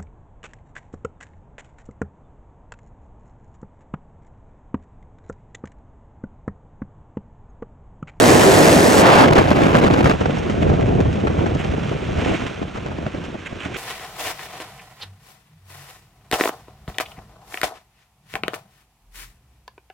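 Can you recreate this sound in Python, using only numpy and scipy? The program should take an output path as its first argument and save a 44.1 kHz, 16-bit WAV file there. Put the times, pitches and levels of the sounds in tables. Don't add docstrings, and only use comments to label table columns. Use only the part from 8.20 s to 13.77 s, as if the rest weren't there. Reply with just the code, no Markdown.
import sys
import numpy as np
from scipy import signal
from scipy.fft import rfft, irfft, next_fast_len
from scipy.io import wavfile
from scipy.ndimage import map_coordinates

SR = 44100
rng = np.random.default_rng(int(sys.argv[2]) if len(sys.argv) > 2 else 0)


def bounce(signal):
    frames = np.transpose(np.atleast_2d(signal))
    limited = np.clip(frames, -1, 1)
    pcm = np.round(limited * 32767).astype(np.int16)
    wavfile.write(sys.argv[1], SR, pcm)


N = 245637

# start in seconds, level in dB, length in seconds.
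LINE_TICKS = [(2.108, -30, .003), (2.61, -27, .003), (2.625, -30, 0.0038), (2.665, -33, .004),
              (2.687, -31, .003), (3.312, -30, .002), (3.445, -26, 0.0033), (3.693, -28.5, .003)]
# time in seconds, level in dB, half-width in seconds, pitch in Hz.
SLIDER_JERKS = [(2.43, -30, .007, 2000), (3.402, -31.5, 0.012, 2600), (4.088, -31.5, .018, 2600),
                (4.15, -32, .012, 2400), (5.262, -34.5, .003, 2400), (5.272, -31.5, .006, 2000),
                (5.406, -34, .006, 2700), (5.422, -36, .003, 2700), (5.452, -32.5, 0.015, 2000),
                (5.56, -31.5, 0.017, 2300)]
# time in seconds, level in dB.
FLUTTER_LEVELS = [(1.9, -37.5), (2.4, -38.5), (2.85, -41), (3.42, -39), (3.92, -38.5), (4.1, -32.5),
                  (4.44, -43.5), (4.82, -43.5), (5.17, -45), (5.57, -40)]
# start in seconds, snap in dB, sizzle in dB, length in seconds.
CLOTH_SNAPS = [(2.005, -23, -46, .013), (2.184, -22, -40, .008), (2.298, -22, -47, 0.021),
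               (2.493, -24, -51, 0.0098), (2.803, -19, -45, .008), (2.927, -20.5, -51, .011),
               (3.262, -25, -56, 0.0086), (3.348, -23, -41.5, .005), (3.53, -30, -59, 0.011),
               (3.988, -17, -46, .006), (4.046, -14, -50, 0.01), (4.265, -16, -48, 0.014),
               (4.57, -22, -48, .007), (5.037, -22.5, -53.5, 0.019), (5.4495, -14, -54, 0.0054),
               (5.541, -17, -57, 0.007), (5.562, -16, -53, 0.0069)]
# start in seconds, level in dB, length in seconds.
AIR_SPITS = [(1.057, -21, 0.0024), (1.081, -13, .001), (1.11, -19, 0.0017), (1.128, -21, .003),
             (1.133, -10.5, 0.0019), (1.152, -24, .003), (1.158, -26, .003), (1.169, -25, 0.0043),
             (1.18, -15.5, .005), (1.186, -23, .003), (1.211, -29, .002), (1.222, -33, 0.0027),
             (1.286, -28, .003), (1.305, -18.5, .0025), (1.317, -23, 0.0018), (1.42, -28, .003),
             (1.435, -17, 0.0022), (1.5515, -20, .004), (1.563, -19, .002), (1.569, -16, .002),
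             (1.585, -21, .003), (1.597, -25, .003), (1.639, -17, .0018), (1.663, -24, .003),
             (1.672, -29, .002), (1.679, -21, .0013), (1.708, -35, .002), (1.737, -20, 0.0018),
             (1.791, -22, 0.0015), (1.81, -35, .003), (1.831, -29, .003), (1.844, -21, 0.0038),
             (1.863, -26, .005), (1.873, -25, .005), (1.896, -22, .004), (1.908, -27, .003)]
# time in seconds, level in dB, pitch in Hz, half-width in seconds.
SWIRL_THROBS = [(1.263, -18, 106, 0.0099), (1.446, -24, 155, 0.019), (1.55, -15.5, 177, 0.0067),
                (1.724, -13, 126, 0.012), (1.852, -11, 140, 0.013), (2.419, -12.5, 120, 0.014),
                (2.642, -17, 117, 0.017), (2.675, -16, 142, 0.0063), (2.704, -16, 136, 0.0098),
                (2.764, -11.5, 133, 0.0091), (2.798, -16, 170, 0.0084), (2.881, -11, 116, 0.013),
                (3.041, -18.5, 135, 0.0077), (3.192, -15.5, 124, 0.0083), (3.284, -18, 85, .009),
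                (3.504, -17, 84, 0.015), (3.567, -17, 101, 0.0069), (3.886, -22, 104, 0.015),
                (3.979, -21, 106, 0.02), (4.119, -21, 132, .014), (4.443, -35, 139, 0.019),
                (4.589, -28, 126, .009), (4.986, -28, 122, 0.0088), (5.378, -30, 137, 0.0099),
                (5.5, -30, 142, .013)]
# start in seconds, thud in dB, crackle in dB, length in seconds.
EDDY_HITS = [(1.122, -4.5, -13.5, 0.0056), (1.155, -3, -20, .008), (1.178, -4, -9, 0.0083),
             (1.208, -5, -19, .004), (1.31, 2.5, -14.5, 0.0094), (1.545, -8, -13, 0.015),
             (1.64, -1, -14, 0.0068), (1.666, -6.5, -19.5, 0.011), (1.706, -4, -31, 0.0046),
             (1.737, -9, -15, 0.0053), (1.807, -3, -18.5, .006), (1.841, -4, -21, .006),
             (1.856, -3.5, -16.5, 0.015), (1.895, -10, -19, 0.0075), (1.909, -11, -19, 0.009),
             (2.009, -7, -23.5, 0.0072), (2.057, -9.5, -18, 0.0062), (2.095, -7, -37, 0.0053),
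             (2.167, -9, -28, 0.008), (2.295, -13, -26.5, .009), (2.424, -15, -25.5, 0.01),
             (2.497, -4, -27, 0.0062), (2.532, -11, -31, 0.013), (2.794, -6, -37, 0.0061),
             (2.805, -2.5, -27, 0.0072), (2.853, -9.5, -41, 0.012), (3.033, -17, -34, .007),
             (3.07, -12.5, -23, 0.0083), (3.189, -8, -25.5, 0.0043), (3.206, -17, -35, 0.0054),
             (3.256, -13, -28, 0.01), (3.35, -13, -34, 0.0079), (3.448, -11.5, -35, .007),
             (3.535, -11, -30, 0.0092), (3.579, -9, -38, 0.0048), (3.714, -11.5, -36, 0.011),
             (4.11, -13, -37, 0.011), (4.218, -16.5, -29, 0.0091), (4.415, -12, -35, 0.0062),
             (4.426, -17, -32.5, 0.0087), (4.552, -19, -31, 0.0099), (4.571, -20, -32.5, 0.012),
             (4.658, -17, -29.5, 0.012), (4.708, -22, -35.5, 0.02), (4.783, -13, -30, 0.0037),
             (4.8628, -13, -29.5, 0.01), (4.942, -15, -35, 0.0086), (5.082, -17, -42, 0.0057),
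             (5.142, -17, -37, 0.012), (5.325, -10.5, -44, 0.0027), (5.457, -13.5, -30, 0.0069)]
# time in seconds, level in dB.
FLOW_LEVELS = [(0, -12), (.35, -10), (.6, -12.5), (1.05, -11), (1.26, -16), (1.9, -17.5), (1.97, -25),
               (2.12, -24), (2.28, -25), (2.6, -22), (3.55, -27.5), (3.82, -28), (4.3, -29), (4.53, -36),
               (4.8, -30.5), (5.07, -32.5), (5.21, -38.5), (5.57, -32.5)]
# time in seconds, roar change in dB, rumble change in dB, half-width in seconds.
GUSTS = [(1.175, 6.5, 2.5, 0.013), (1.285, 7, -2, 0.005), (1.43, 4, 0.5, 0.016), (1.6, 3.5, 1, 0.11),
         (1.85, -0.5, -1, 0.055), (1.975, -4, -2, 0.021), (2.235, -2, -3, 0.0085), (2.48, 4, 6.5, 0.053),
         (2.7, 2.5, 4.5, 0.058), (2.85, -0.5, 4, 0.085), (3.23, 4.5, 0, 0.042), (3.55, 0, -0.5, 0.049),
         (3.79, -4.5, -9, 0.018), (3.97, 4, 6, 0.036), (4.1, 11, 1.5, 0.038), (4.33, -1.5, -10, 0.028),
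         (4.91, -8, -8, 0.013), (5.41, -3.5, -4, .016)]
# time in seconds, dip in dB, half-width in seconds.
CALMS = [(1.069, -6, 0.0029), (1.1, -9, 0.0052), (1.118, -13, 0.0036), (1.145, -6, .006),
         (1.342, -2.5, 0.0082), (1.61, -8, 0.0038), (1.696, -5.5, 0.0091), (1.765, -3, 0.0093),
         (1.822, -8.5, 0.0036)]
# time in seconds, level in dB.
HISS_LEVELS = [(0, -16.5), (.45, -16.5), (.68, -19), (.82, -17)]
# time in seconds, gain of the left-right difference in dB.
WIND_WIDTH = [(0, 0.5), (1.2, 0.5), (2.2, 2.5), (3.5, 2.5), (5.4, -2)]

# frequency in Hz, level in dB.
CLOTH_TONE = [(300, -39), (590, -14), (1000, -2), (1460, 0.5), (1800, -3.5), (2600, -3), (3250, -6.5),
              (4700, -19), (6100, -17.5), (7650, -24), (9900, -35.5), (11200, -44.5), (14400, -46),
              (16000, -49)]
SLIDER_TONE = [(300, -41), (600, 4), (900, -8), (1500, -1), (2100, -3), (2700, -1.5), (3400, -5),
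               (4800, -28), (7000, -16), (10000, -33), (16000, -51)]
SIZZLE_TONE = [(2500, -29), (5000, 4), (6500, 4), (8000, -5), (11000, -22), (16000, -31)]
SPIT_TONE = [(800, -18), (2500, 7), (5000, 0), (9000, -9.5), (16000, -25)]
WHOOSH_TONE = [(200, -35), (450, -13), (850, -4), (1200, -7), (2000, -16.5), (5000, -38), (16000, -54)]
THUD_TONE = [(25, -23), (90, 4), (200, 2.5), (400, 1.5), (700, -3), (1100, -20), (2500, -51), (8000, -120)]
CRACKLE_TONE = [(300, 3), (900, 7.5), (1500, 1), (3000, -9.5), (4500, -19), (7000, -25), (10000, -42.5),
                (16000, -58)]
HISS_TONE = [(590, -42), (1000, -1.5), (1080, -3), (1400, -4), (1820, -2.5), (2140, -7), (3480, -12.5),
             (7560, -14.5), (14600, -29.5), (15800, -33)]
TEAR_TONE = [(590, -10.5), (1000, -1.5), (1290, 2.5), (1700, 0.5), (1870, -4), (2140, -2), (2730, -5),
             (4490, -17.5), (7050, -22), (15800, -61)]
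FIZZ_TONE = [(3000, -20), (9000, 0), (16000, -7)]
FAST_RUMBLE_TONE = [(15, -46), (45, -17), (70, -8.5), (105, -1), (150, -2.5), (220, -10), (370, -56),
                    (900, -120)]
SLOW_RUMBLE_TONE = [(15, -39), (25, -20), (45, -6.5), (80, 1.5), (120, -1.5), (160, -1), (230, -8.5),
                    (400, -74), (900, -120)]
FAST_ROAR_TONE = [(30, -55), (90, -34), (150, -2.5), (220, -4), (300, 0), (450, -2.1), (680, -3), (900, -8),
                  (1100, -15.5), (1500, -27), (3500, -120)]
UPRIGHT_ROAR_TONE = [(30, -59), (90, -34), (150, -4.5), (220, -0.5), (330, -2), (520, -4), (760, -7),
                     (1100, -13), (1500, -36), (3500, -120)]
SLOW_ROAR_TONE = [(30, -60), (90, -28), (150, -9), (220, -5.5), (360, -5.5), (540, -10.5), (700, -11.5),
                  (1000, -22), (1400, -33), (2000, -33.5), (4500, -120)]

# frequency in Hz, likeness from 0 to 1, the left port's phase lead in radians.
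FAST_ALIKE = [(80, 1, -0.19), (260, 0.72, -0.56), (630, 0.51, 0.074), (1000, .12, 1.9), (1480, 0.27, 1.9),
              (2000, 0.42, 1.1), (2700, 0.43, 0.42), (4500, 0.93, 0.98), (8000, 0.85, 0.037),
              (11600, 1, 0.1)]
SLOW_ALIKE = [(40, 0.94, .03), (90, 0.94, .05), (170, .85, 0.18), (373, 0.46, 1.07), (587, 0.47, 1.16),
              (906, 0.36, 2.5), (1300, 0.72, 1.72), (2500, 0.52, 0.59), (5000, 0.86, .38),
              (12000, 0.94, .05)]
CLOTH_ALIKE = [(900, 1, .5), (1300, 0.76, .35), (2200, 0.95, .06), (3500, 0.85, .1), (4600, 0.74, .35),
               (6000, 0.97, .12), (12000, 0.94, .02)]
# frequency in Hz, difference in dB.
WIND_BALANCE = [(100, -.7), (380, 0), (700, -2), (1300, -0.5), (2400, -1.5), (4400, 0)]
CLOTH_BALANCE = [(1200, 0.5), (2400, -6.5), (4700, -1), (7000, -0.5), (11000, -1)]

SWEEP_START_S, SWEEP_END_S = 0.814, 1.05
TIME = np.arange(N) / SR
FFT_SIZE = next_fast_len(N + SR // 4)
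FREQS = np.fft.rfftfreq(FFT_SIZE, 1 / SR)


def amp(db):
    return 10 ** (np.asarray(db) / 20)


def unit(x):
    return x / np.sqrt(np.mean(x ** 2) + 1e-20)


def over_frequency(rows):
    hz, *columns = np.transpose(rows)
    return np.squeeze([np.interp(np.log(FREQS + 1), np.log(hz + 1), c) for c in columns])


def over_time(rows):
    return np.interp(TIME, *np.transpose(rows))


def wobble(rate):
    return map_coordinates(rng.standard_normal(N // 8), [np.arange(N) * rate / SR], mode="wrap")


def after(time, fade):
    return (1 + np.tanh((TIME - time) / fade)) / 2


def swell(time, width):
    return np.exp(-((TIME - time) / width) ** 2 / 2)


def sweep():
    return after(SWEEP_START_S, fade=0.05) * (1 - after(SWEEP_END_S, fade=0.006))


def blend(first, second, share):
    return np.sqrt(1 - share) * first + np.sqrt(share) * second


def filtered(x, gains):
    return irfft(rfft(x, FFT_SIZE) * gains, FFT_SIZE)[..., :N]


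def rush(tone, alike, flicker_db):
    likeness, lead = over_frequency(alike)
    spread = np.arccos(np.clip(likeness, -1, 1)) / 2
    rough = rfft(rng.standard_normal((2, N)) * amp(flicker_db), FFT_SIZE)
    mid, side = rough * amp(over_frequency(tone)) * [np.cos(spread), np.sin(spread)]
    ahead = np.exp(.5j * lead)
    left_right = np.array([(mid + side) * ahead, (mid - side) / ahead])
    return unit(irfft(left_right, FFT_SIZE)[:, :N])


def bursts(noise, starts, levels_db, lengths, attack_s=0.00063, tail_db=-14):
    out = np.zeros((2, N))
    for start, db, length in np.broadcast(starts, levels_db, lengths):
        span = slice(int(start * SR), int(start * SR) + SR // 5)
        t = np.arange(noise[:, span].shape[1]) / SR
        tail = amp(tail_db) * np.exp(-t / (1.4 * length))
        fall = np.maximum(np.exp(-(t / length) ** 2 / 2), tail)
        shape = (1 - np.exp(-t / attack_s)) * fall
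        out[:, span] += amp(db) * np.sqrt(np.mean(shape ** 2)) * unit(shape * noise[:, span])
    return out


def shower(start_s, end_s, per_second, level_db, spread_db):
    gaps, strengths = rng.random((200, 2)).T
    times = start_s + np.cumsum(2 * gaps) / per_second
    db = level_db + spread_db * np.sqrt(3) * (2 * strengths - 1)
    return times[times < end_s], db[times < end_s]


def ports(x, balance):
    return filtered(x, amp(np.outer([.5, -.5], over_frequency(balance))))


def line_ticks():
    grains = rush(CLOTH_TONE, CLOTH_ALIKE, 4 * wobble(900))
    faint = shower(start_s=1.95, end_s=3.6, per_second=12, level_db=-40, spread_db=8.5)
    return bursts(grains, *np.transpose(LINE_TICKS)) + bursts(grains, *faint, lengths=0.0016)


def slider(ring_db=6.5, ring_octaves=0.22):
    rub = rush(SLIDER_TONE, CLOTH_ALIKE, 1.2 * wobble(70) + 2.4 * wobble(500))
    out = np.zeros((2, N))
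    for time, db, width, pitch in SLIDER_JERKS:
        octaves_away = np.log2((FREQS + 1) / pitch)
        ring = amp(ring_db * np.exp(-(octaves_away / ring_octaves) ** 2 / 2))
        out += amp(db) * swell(time, width) * unit(filtered(rub, ring))
    return out


def canopy():
    starts, snap_db, sizzle_db, lengths = np.transpose(CLOTH_SNAPS)
    rustle = rush(CLOTH_TONE, CLOTH_ALIKE, 1.04 * wobble(60) + 1.35 * wobble(400))
    flutter = amp(over_time(FLUTTER_LEVELS) + 3) * np.sqrt(after(1.93, fade=0.0081)) * rustle
    snaps = bursts(rush(CLOTH_TONE, CLOTH_ALIKE, 4.2 * wobble(500)), starts, snap_db - 13.5, lengths)
    sizzle = bursts(rush(SIZZLE_TONE, CLOTH_ALIKE, 3 * wobble(900)), starts, sizzle_db, lengths)
    return flutter + snaps + sizzle


def growl(pitch_hz=309.8, level_db=-20):
    hz = pitch_hz * np.exp(.15 * wobble(22) + 0.1184 * wobble(300))
    flicker = amp(3.5 * wobble(28.1) + 1.9 * wobble(131.4))
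    tone = unit(flicker * np.sin(2 * np.pi * np.cumsum(hz) / SR))
    return amp(level_db) * np.sqrt(1 - after(SWEEP_START_S, fade=.07)) * tone


def spits():
    starts, db, lengths = np.transpose(AIR_SPITS)
    grains = rush(SPIT_TONE, FAST_ALIKE, 3.8 * wobble(2500))
    faint = shower(start_s=1.05, end_s=1.5, per_second=69, level_db=-37, spread_db=1)
    return bursts(grains, starts, db - 6, lengths, tail_db=-16) + bursts(grains, *faint, lengths=0.003)


def throbs():
    drift = 0.99 * wobble(110)
    out = np.zeros(N)
    for (time, db, hz, width), phase in zip(SWIRL_THROBS, rng.random(len(SWIRL_THROBS))):
        tone = np.sin(2 * np.pi * (hz * (TIME - time) + phase) + drift)
        out += amp(db - 1) * swell(time, width) * tone
    return out


def eddies(swirl, core_delay_s=0.0052, core_width_s=0.00099):
    starts, thud_db, crackle_db, lengths = np.transpose(EDDY_HITS)
    thud_db = thud_db - 7.5
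    low_noise = rush(THUD_TONE, SLOW_ALIKE, 1.4 * swirl + 2.2 * wobble(160))
    bright_noise = rush(CRACKLE_TONE, SLOW_ALIKE, 5 * wobble(600))
    thud = bursts(low_noise, starts, thud_db, lengths, attack_s=.0011)
    crackle = bursts(bright_noise, starts, crackle_db + 3.5, lengths, attack_s=.0011)
    cores = np.bincount(((starts + core_delay_s) * SR).astype(int), amp(thud_db), N)[:N]
    offset = np.arange(-SR // 20, SR // 20) / (SR * core_width_s)
    dip = (offset ** 2 - 1) * np.exp(-offset ** 2 / 2)
    return thud + crackle + signal.fftconvolve(cores, dip, "same")


def whoosh(swirl, level_db=-12.5):
    body = rush(WHOOSH_TONE, FAST_ALIKE, 0.49 * swirl)
    fizz = amp(-12.5) * rush(SPIT_TONE, FAST_ALIKE, 1.6 * swirl + 2.4 * wobble(1200))
    return amp(level_db) * sweep() * (body + fizz)


def wind_levels(open_s=3.5, fade_db_per_s=2, ceiling_db=-21):
    flow_db = over_time(FLOW_LEVELS)
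    gust_db = sum(db * swell(time, width) for time, db, _, width in GUSTS)
    low_gust_db = sum(db * swell(time, width) for time, _, db, width in GUSTS)
    calm_db = sum(db * swell(time, width) for time, db, width in CALMS)
    roar_db = flow_db + gust_db + .4 * calm_db
    wake_db = 1.16 * flow_db + 7 - fade_db_per_s * np.maximum(TIME - open_s, 0)
    capped_db = -10 * np.log10(amp(wake_db) ** -2 + amp(ceiling_db) ** -2)
    tear_db = flow_db - 9.5 + 0.65 * gust_db + 3 * sweep() + calm_db
    return roar_db, capped_db + low_gust_db, tear_db


def hiss_and_tear(swirl, tear_db):
    tilted, ragged, braked = after(0.818, fade=0.0064), after(0.89, fade=0.019), after(1.94, fade=0.01)
    hiss = amp(over_time(HISS_LEVELS)) * rush(HISS_TONE, FAST_ALIKE, 0.93 * swirl + 2.26 * wobble(700))
    tear = rush(TEAR_TONE, SLOW_ALIKE, (0.81 + 1.3 * ragged) * swirl + 2 * wobble(700))
    fizz = amp(-28.5) * rush(FIZZ_TONE, FAST_ALIKE, 2 * swirl + 2 * wobble(1500))
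    return blend(hiss, amp(tear_db) * np.sqrt(1 - braked) * (tear + fizz), tilted)


def rumble(swirl, level_db):
    fast = rush(FAST_RUMBLE_TONE, SLOW_ALIKE, 2.3 * swirl)
    slow = rush(SLOW_RUMBLE_TONE, SLOW_ALIKE, swirl)
    return amp(level_db) * blend(fast, slow, after(1.55, fade=0.53))


def roar(swirl, level_db):
    fast = amp(0.9) * rush(FAST_ROAR_TONE, FAST_ALIKE, 0.64 * swirl + 1.7 * wobble(200))
    upright = amp(-0.6) * rush(UPRIGHT_ROAR_TONE, SLOW_ALIKE, 3.1 * swirl)
    slow = amp(-0.06) * rush(SLOW_ROAR_TONE, SLOW_ALIKE, 2.64 * swirl)
    braking = blend(upright, slow, after(1.99, fade=0.2))
    return amp(level_db) * blend(fast, braking, after(1.06, fade=0.071))


def scene():
    swirl = unit(0.28 * wobble(35) + 1.04 * wobble(100) + 1.34 * wobble(320))
    roar_db, rumble_db, tear_db = wind_levels()
    wind = roar(swirl, roar_db) + rumble(swirl, rumble_db) + hiss_and_tear(swirl, tear_db)
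    wind += whoosh(swirl) + eddies(swirl) + throbs() + growl() + spits()
    mid = wind.mean(axis=0)
    wind = mid + amp(over_time(WIND_WIDTH)) * (wind - mid)
    cloth = canopy() + slider() + line_ticks()
    return ports(wind, WIND_BALANCE) + ports(cloth, CLOTH_BALANCE)


def round_off(x, limit):
    return x / (1 + np.abs(x / limit) ** 6) ** (1 / 6)


def record(dry, top_hz=15950):
    mid = dry.mean(axis=0)
    pair = round_off(mid, limit=0.69) + (dry - mid)
    return filtered(round_off(pair, limit=0.86), FREQS < top_hz)


dry = scene()
out = record(dry)
bounce(out)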